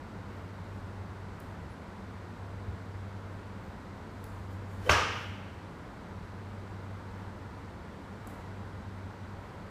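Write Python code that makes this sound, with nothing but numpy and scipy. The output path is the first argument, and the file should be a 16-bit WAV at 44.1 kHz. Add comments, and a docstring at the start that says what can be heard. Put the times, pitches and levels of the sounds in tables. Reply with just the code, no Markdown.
"""One golf swing off a practice mat, on one microphone in a bare, tiled room.
An air conditioner hums throughout. The player's shoes shuffle, clothes rustle and the club ticks
and pings faintly in the hands. Near 4.9 s the shaft swishes down, shedding vortices; the head
cracks on ball and mat, the floor thuds and the room rings for about a second.
A few more ticks and shuffles follow over the hum."""
import sys
import numpy as np
from scipy import signal
from scipy.fft import rfft, irfft, next_fast_len
from scipy.io import wavfile

SR = 44100
rng = np.random.default_rng(int(sys.argv[2]) if len(sys.argv) > 2 else 0)


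def dump(signal):
    """Clip the signal to [-1, 1] and save it as 16-bit WAV at the path in sys.argv[1]."""
    limited = np.clip(np.atleast_2d(signal).T, -1, 1)
    pcm = np.round(limited * 32767).astype(np.int16)
    wavfile.write(sys.argv[1], SR, pcm)


N = 427769
TIME = np.arange(N) / SR
AGE = TIME[:int(1.5 * SR)]  # seconds since an event began

# bright spectrum of the mat's snap and the clothes' rustle: freq_hz, density_db
CRISP_COLOUR = [(1500, -26), (5000, -12), (6800, 5), (9000, -1), (12000, -3), (14800, -2), (16000, -30)]


def strike(room_db=-23, ring_db=-32, scuff_db=-22, grit_db=-26, snap_db=-38, squash_s=0.00045):
    """The head cracks on the ball and scuffs the mat; the blow then fills the room."""
    # pulses of the blow: the head hits mat and ball, then quick reflections off the floor: start_s, level_db
    pulses = [(4.8925, -17.5), (4.8944, -7.5), (4.8957, -8), (4.8970, -8.5)]
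    # short modes of head and ball: pitch_hz, level_db, t60_s
    head_modes = [(510, -5, 0.024), (1195, 2, 0.014), (1500, -7, 0.01), (2030, -6.5, 0.032),
                  (2640, -3, 0.014), (3260, -13, 0.02), (4270, -18, .01), (6500, -21, .014)]
    # long ringing after the blow: pitch_hz, level_db, t60_s
    ring_modes = [(598, -2, 0.27), (688, -6, 0.37), (870, -13, 0.95), (955, -1.5, 0.68), (1114, -12, 0.64),
                  (1235, 0.5, 0.73), (1314, -8, 0.54), (1316, -6, 0.52), (1374, -9, 0.59),
                  (1576, -5.5, 0.97), (1690, 1, 0.42), (1770, -11, 0.61), (1930, -12, 0.8), (2150, -7, 1),
                  (2304, -19, 0.8), (2600, -10, 0.82), (2805, -11, 0.7), (2900, -9, 0.91), (2950, -6, 0.52),
                  (3273, -11, 0.67)]
    # spectrum of the blow as it spreads into the room: freq_hz, density_db
    blow_colour = [(30, -32), (110, -22), (220, -9.5), (430, -1), (750, -4), (1050, -1.5), (1200, 3.5),
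                   (1320, 1), (1950, -7.5), (2950, -6.5), (3900, -15), (5700, -12.5), (8000, -24),
                   (16000, -36)]
    # spectrum of the club's sole scuffing the mat: freq_hz, density_db
    scuff_colour = [(300, -1), (1200, 7), (3900, -23), (4900, -8), (5700, 6.5), (6600, -16), (9000, -23),
                    (15000, -34)]
    out = np.zeros(N)
    # the ball squashes, so the force builds gently; so small a body radiates little bass
    crack = highpass(struck(head_modes) * onset(squash_s), cutoff_hz=300, order=2)
    for start_s, level_db in pulses:
        add(out, start_s, -gain_of(level_db) * crack)
    # the mat's fibres crush under the head: dull grit with a bright snap on top
    grit = burst(rise_s=0.0018, decay_s=0.0073) * noise(blow_colour, len(AGE))
    snap = burst(rise_s=0.0017, decay_s=0.0064) * noise(CRISP_COLOUR, len(AGE))
    add(out, 4.8935, gain_of(grit_db) * grit)
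    add(out, 4.8942, gain_of(snap_db) * snap)
    # reflections pile up into the room's tail
    tail = onset(0.0035) * die_away(noise(blow_colour, len(AGE)))
    add(out, 4.8975, gain_of(room_db) * tail)
    # the long modes come in close pairs that beat
    twin_modes = [(hz * (1 - 0.0122), db, t60) for hz, db, t60 in ring_modes]
    ring = struck(ring_modes) + 0.96 * struck(twin_modes)
    add(out, 4.8995, gain_of(ring_db) * onset(0.015) * ring)
    scuff = burst(rise_s=0.0013, decay_s=0.011) * noise(scuff_colour, len(AGE))
    add(out, 4.9102, gain_of(scuff_db) * scuff)
    return out


def swish(peak_s=4.877, swell_s=0.014, fade_s=0.0063, pitch_at_peak_hz=550,
          tone_db=-30, rush_db=-49, whistle_db=-47):
    """Vortices shed by head and shaft: their pitch and level climb with the club's speed."""
    # spectrum of air rushing past the club: freq_hz, density_db
    rush_colour = [(300, -15), (1500, 1), (3000, -9), (4500, -12), (9000, -18), (15000, -22)]
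    t = TIME - peak_s
    level = np.exp(np.where(t < 0, t / swell_s, -t / fade_s))
    speed = np.exp(np.clip(t / .085, -2, .15))
    # eddies below 90 Hz jitter the phase of both tones
    eddies = signal.sosfilt(signal.butter(2, 90, fs=SR, output="sos"), rng.standard_normal((2, N)))
    cycles = pitch_at_peak_hz * np.cumsum(speed) / SR
    tone = level * np.sin(2 * np.pi * cycles + 0.8 * evened(eddies[0]))
    # the thin end of the shaft whistles briefly, far higher
    whistle = bell(centre_s=4.869, half_s=0.0066) * np.sin(2 * np.pi * 3050 * TIME + evened(eddies[1]))
    rush = level ** 0.32 * noise(rush_colour, next_fast_len(N))[:N]
    air = gain_of(tone_db) * tone + gain_of(whistle_db) * whistle + gain_of(rush_db) * rush
    return in_room(air, wet_db=-0.5)


def floor_thuds():
    """Pushes on the mat set the floor's low modes going."""
    # three shifts of weight, then the blow itself: start_s, level_db
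    pushes = [(1.615, -40), (2.681, -32.5), (4.38, -40), (4.899, -22)]
    # modes of the floor: pitch_hz, level_db, t60_s
    floor_modes = [(75.7, -3, 0.44), (86.4, -5.5, 0.27), (105, -5.5, 0.2), (55, -14, .15),
                   (138.5, -18, 0.44)]
    out = np.zeros(N)
    boom = struck(floor_modes) * onset(.004)
    for start_s, level_db in pushes:
        add(out, start_s, -gain_of(level_db) * boom)
    return out


def handling(rattle_gain=0.29):
    """Clothes rustle with each move, and the club ticks and pings in the player's hands."""
    # lowering the club, backswing, turn at the top, downswing, follow-through, lowering again:
    # centre_s, level_db, half_length_s
    rustles = [(.75, -80, .08), (4.3, -75, 0.17), (4.53, -74, .03), (4.74, -71, .06), (5.15, -69.5, 0.17),
               (8.35, -79, .1)]
    # ticks of the club: start_s, level_db, decay_s, cutoff_hz
    ticks = [(1.399, -46, .002, 7500), (1.403, -37.5, 0.0022, 6500), (4.242, -32, 0.00095, 2500),
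             (6.9, -55, .002, 11000), (8.273, -33, 0.0026, 6700), (8.307, -47, .003, 8000)]
    # faint metallic pings: start_s, pitch_hz, level_db, t60_s
    pings = [(1.699, 10920, -68, 0.17), (3.63, 12050, -73, .3), (4.505, 13100, -71, .15)]
    out = friction(rustles, CRISP_COLOUR)
    for start_s, level_db, decay_s, cutoff_hz in ticks:
        contact = AGE == 0
        rattle = rattle_gain * np.exp(-AGE / decay_s) * rng.standard_normal(len(AGE))
        add(out, start_s, gain_of(level_db) * highpass(contact + rattle, cutoff_hz, order=4))
    for start_s, pitch_hz, level_db, t60_s in pings:
        add(out, start_s, struck([(pitch_hz, level_db, t60_s)]) * onset(.002))
    return in_room(out, wet_db=-4)


def shuffles():
    """Shoes rub softly on the mat as the feet turn."""
    # slides of a shoe: centre_s, level_db, half_length_s
    slides = [(.37, -53, 0.1), (1.45, -55, .14), (7.2, -53.5, .08), (8.332, -51.5, 0.12),
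              (9.45, -54.5, 0.07)]
    # spectrum of a sliding sole: freq_hz, density_db
    sole_colour = [(300, 1), (1100, 3.5), (2200, -6.5), (3500, -23), (9000, -33)]
    return friction(slides, sole_colour)


def air_conditioner(fan_db=-49, waver_db=1.9, swell_db=3, in_step_s=.76):
    """Room tone: fan noise coloured by the casing, and two motors drifting in and out of step."""
    # spectrum of the steady air noise: freq_hz, density_db
    air_colour = [(15, -39), (25, -12.5), (64, -8), (81, -1.5), (98, -3), (139, -11), (196, -8),
                  (237, -12.5), (404, -14.5), (769, -19), (927, -18.5), (1420, -21.5), (2630, -33.5),
                  (4620, -39.5), (15000, -58)]
    # resonances of the fan and its casing: centre_hz, width_hz, lift_db
    casing = [(46, 18, 2.5), (80.5, 9.3, 0), (97, 21, -2.5), (169.4, 10.7, 4.5), (210.6, 26, 3.5),
              (271, 22, 2.5), (460, 29, 1), (947, 183, 2.5), (1460, 210, 1.5), (2050, 420, 2),
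              (4000, 570, 1.5), (4620, 200, 1.5), (7860, 840, 2.5)]
    # motor tones, the first two beating slowly: pitch_hz, level_db
    motor_tones = [(97.33, -50.5), (96.84, -52.5), (194.2, -60.5)]
    size = next_fast_len(N)
    hz = np.fft.rfftfreq(size, 1 / SR)
    casing_db = sum(db * np.exp(-2 * ((hz - centre) / width) ** 2) for centre, width, db in casing)
    low_cut = 1 / np.sqrt(1 + (34 / (hz + 1)) ** 8)
    spectrum = rfft(rng.standard_normal(size)) * gain_of(curve_at(air_colour, hz) + casing_db) * low_cut
    fan = irfft(spectrum, size)[:N] / np.std(irfft(spectrum * (hz > 250), size))  # rms 1 above 250 Hz
    hum = sum(gain_of(db) * np.sqrt(2) * np.cos(2 * np.pi * f * (TIME - in_step_s))
              for f, db in motor_tones)
    # the hum wavers at 2-14 Hz and swells once, broadly
    waver = evened(sum(np.sin(2 * np.pi * (f * TIME + rng.random())) for f in np.geomspace(2, 14, 20)))
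    swell = bell(centre_s=4.2, half_s=2.4)
    return gain_of(fan_db) * fan + hum * gain_of(waver_db * waver + swell_db * swell)


def in_room(x, wet_db, echo_db=-13, echo_s=0.024):
    """The microphone hears the direct sound, one slap from the far wall and a diffuse tail."""
    tail = die_away(rng.standard_normal(len(AGE))) * onset(.006)
    response = gain_of(wet_db) * tail / np.linalg.norm(tail)
    response[0] += 1
    add(response, echo_s, gain_of([echo_db]))
    return signal.oaconvolve(x, response)[:N]


def die_away(x):
    """Lets each band fade at the room's own speed."""
    # reverberation time of the tiled room: freq_hz, t60_s
    room_decay = [(80, 0.53), (300, 0.85), (600, 0.83), (1200, 0.92), (2900, 1.22), (4000, 0.91),
                  (6000, 0.78), (9000, 0.53), (15000, 0.33)]
    hz, t, bands = signal.stft(x, SR, nperseg=256)
    fade = gain_of(-60 * t / curve_at(room_decay, hz)[:, None])
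    return signal.istft(bands * fade, SR, nperseg=256)[1][:len(x)]


def friction(moves, colour):
    """Rubbing noise that swells and fades as each move speeds up and slows down."""
    level = sum(gain_of(db) * bell(centre_s, half_s) for centre_s, db, half_s in moves)
    return level * noise(colour, next_fast_len(N))[:N]


def struck(modes):
    """Dying sines set off by one blow."""
    return sum(gain_of(db - 60 * AGE / t60) * np.sin(2 * np.pi * hz * AGE) for hz, db, t60 in modes)


def noise(colour, size):
    """Noise of rms 1 with the given spectrum."""
    hz = np.fft.rfftfreq(size, 1 / SR)
    return evened(irfft(rfft(rng.standard_normal(size)) * gain_of(curve_at(colour, hz)), size))


def onset(rise_s):
    """Envelope that climbs from 0 towards 1."""
    return 1 - np.exp(-AGE / rise_s)


def burst(rise_s, decay_s):
    """Envelope that swells and dies away."""
    return onset(rise_s) * np.exp(-AGE / decay_s)


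def bell(centre_s, half_s):
    """Bell-shaped envelope in scene time."""
    return np.exp(-((TIME - centre_s) / half_s) ** 2)


def highpass(x, cutoff_hz, order):
    """Rolls off the lows."""
    return signal.sosfilt(signal.butter(order, cutoff_hz, "high", fs=SR, output="sos"), x)


def gain_of(db):
    """Decibels to amplitude."""
    return 10 ** (np.asarray(db) / 20)


def evened(x):
    """Scales to rms 1."""
    return x / np.sqrt(np.mean(x ** 2) + 1e-20)


def curve_at(points, hz):
    """Joins table rows by straight lines on a log-frequency axis."""
    freq_hz, value = np.transpose(points)
    return np.interp(np.log(hz + 1), np.log(freq_hz + 1), value)


def add(mix, start_s, sound):
    """Mixes a sound in at start_s."""
    part = mix[round(start_s * SR):][:len(sound)]
    part += sound[:len(part)]


def scene():
    """All sources at one microphone."""
    return (air_conditioner() + swish() + strike() + floor_thuds() + handling() + shuffles())[None]


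def record(dry):
    """The recorder's band ends at 15.4 kHz."""
    lowpass = signal.firwin(701, 15400, window=("kaiser", 9), fs=SR)
    return signal.oaconvolve(dry, lowpass[None], "same")


dry = scene()
out = record(dry)
dump(out)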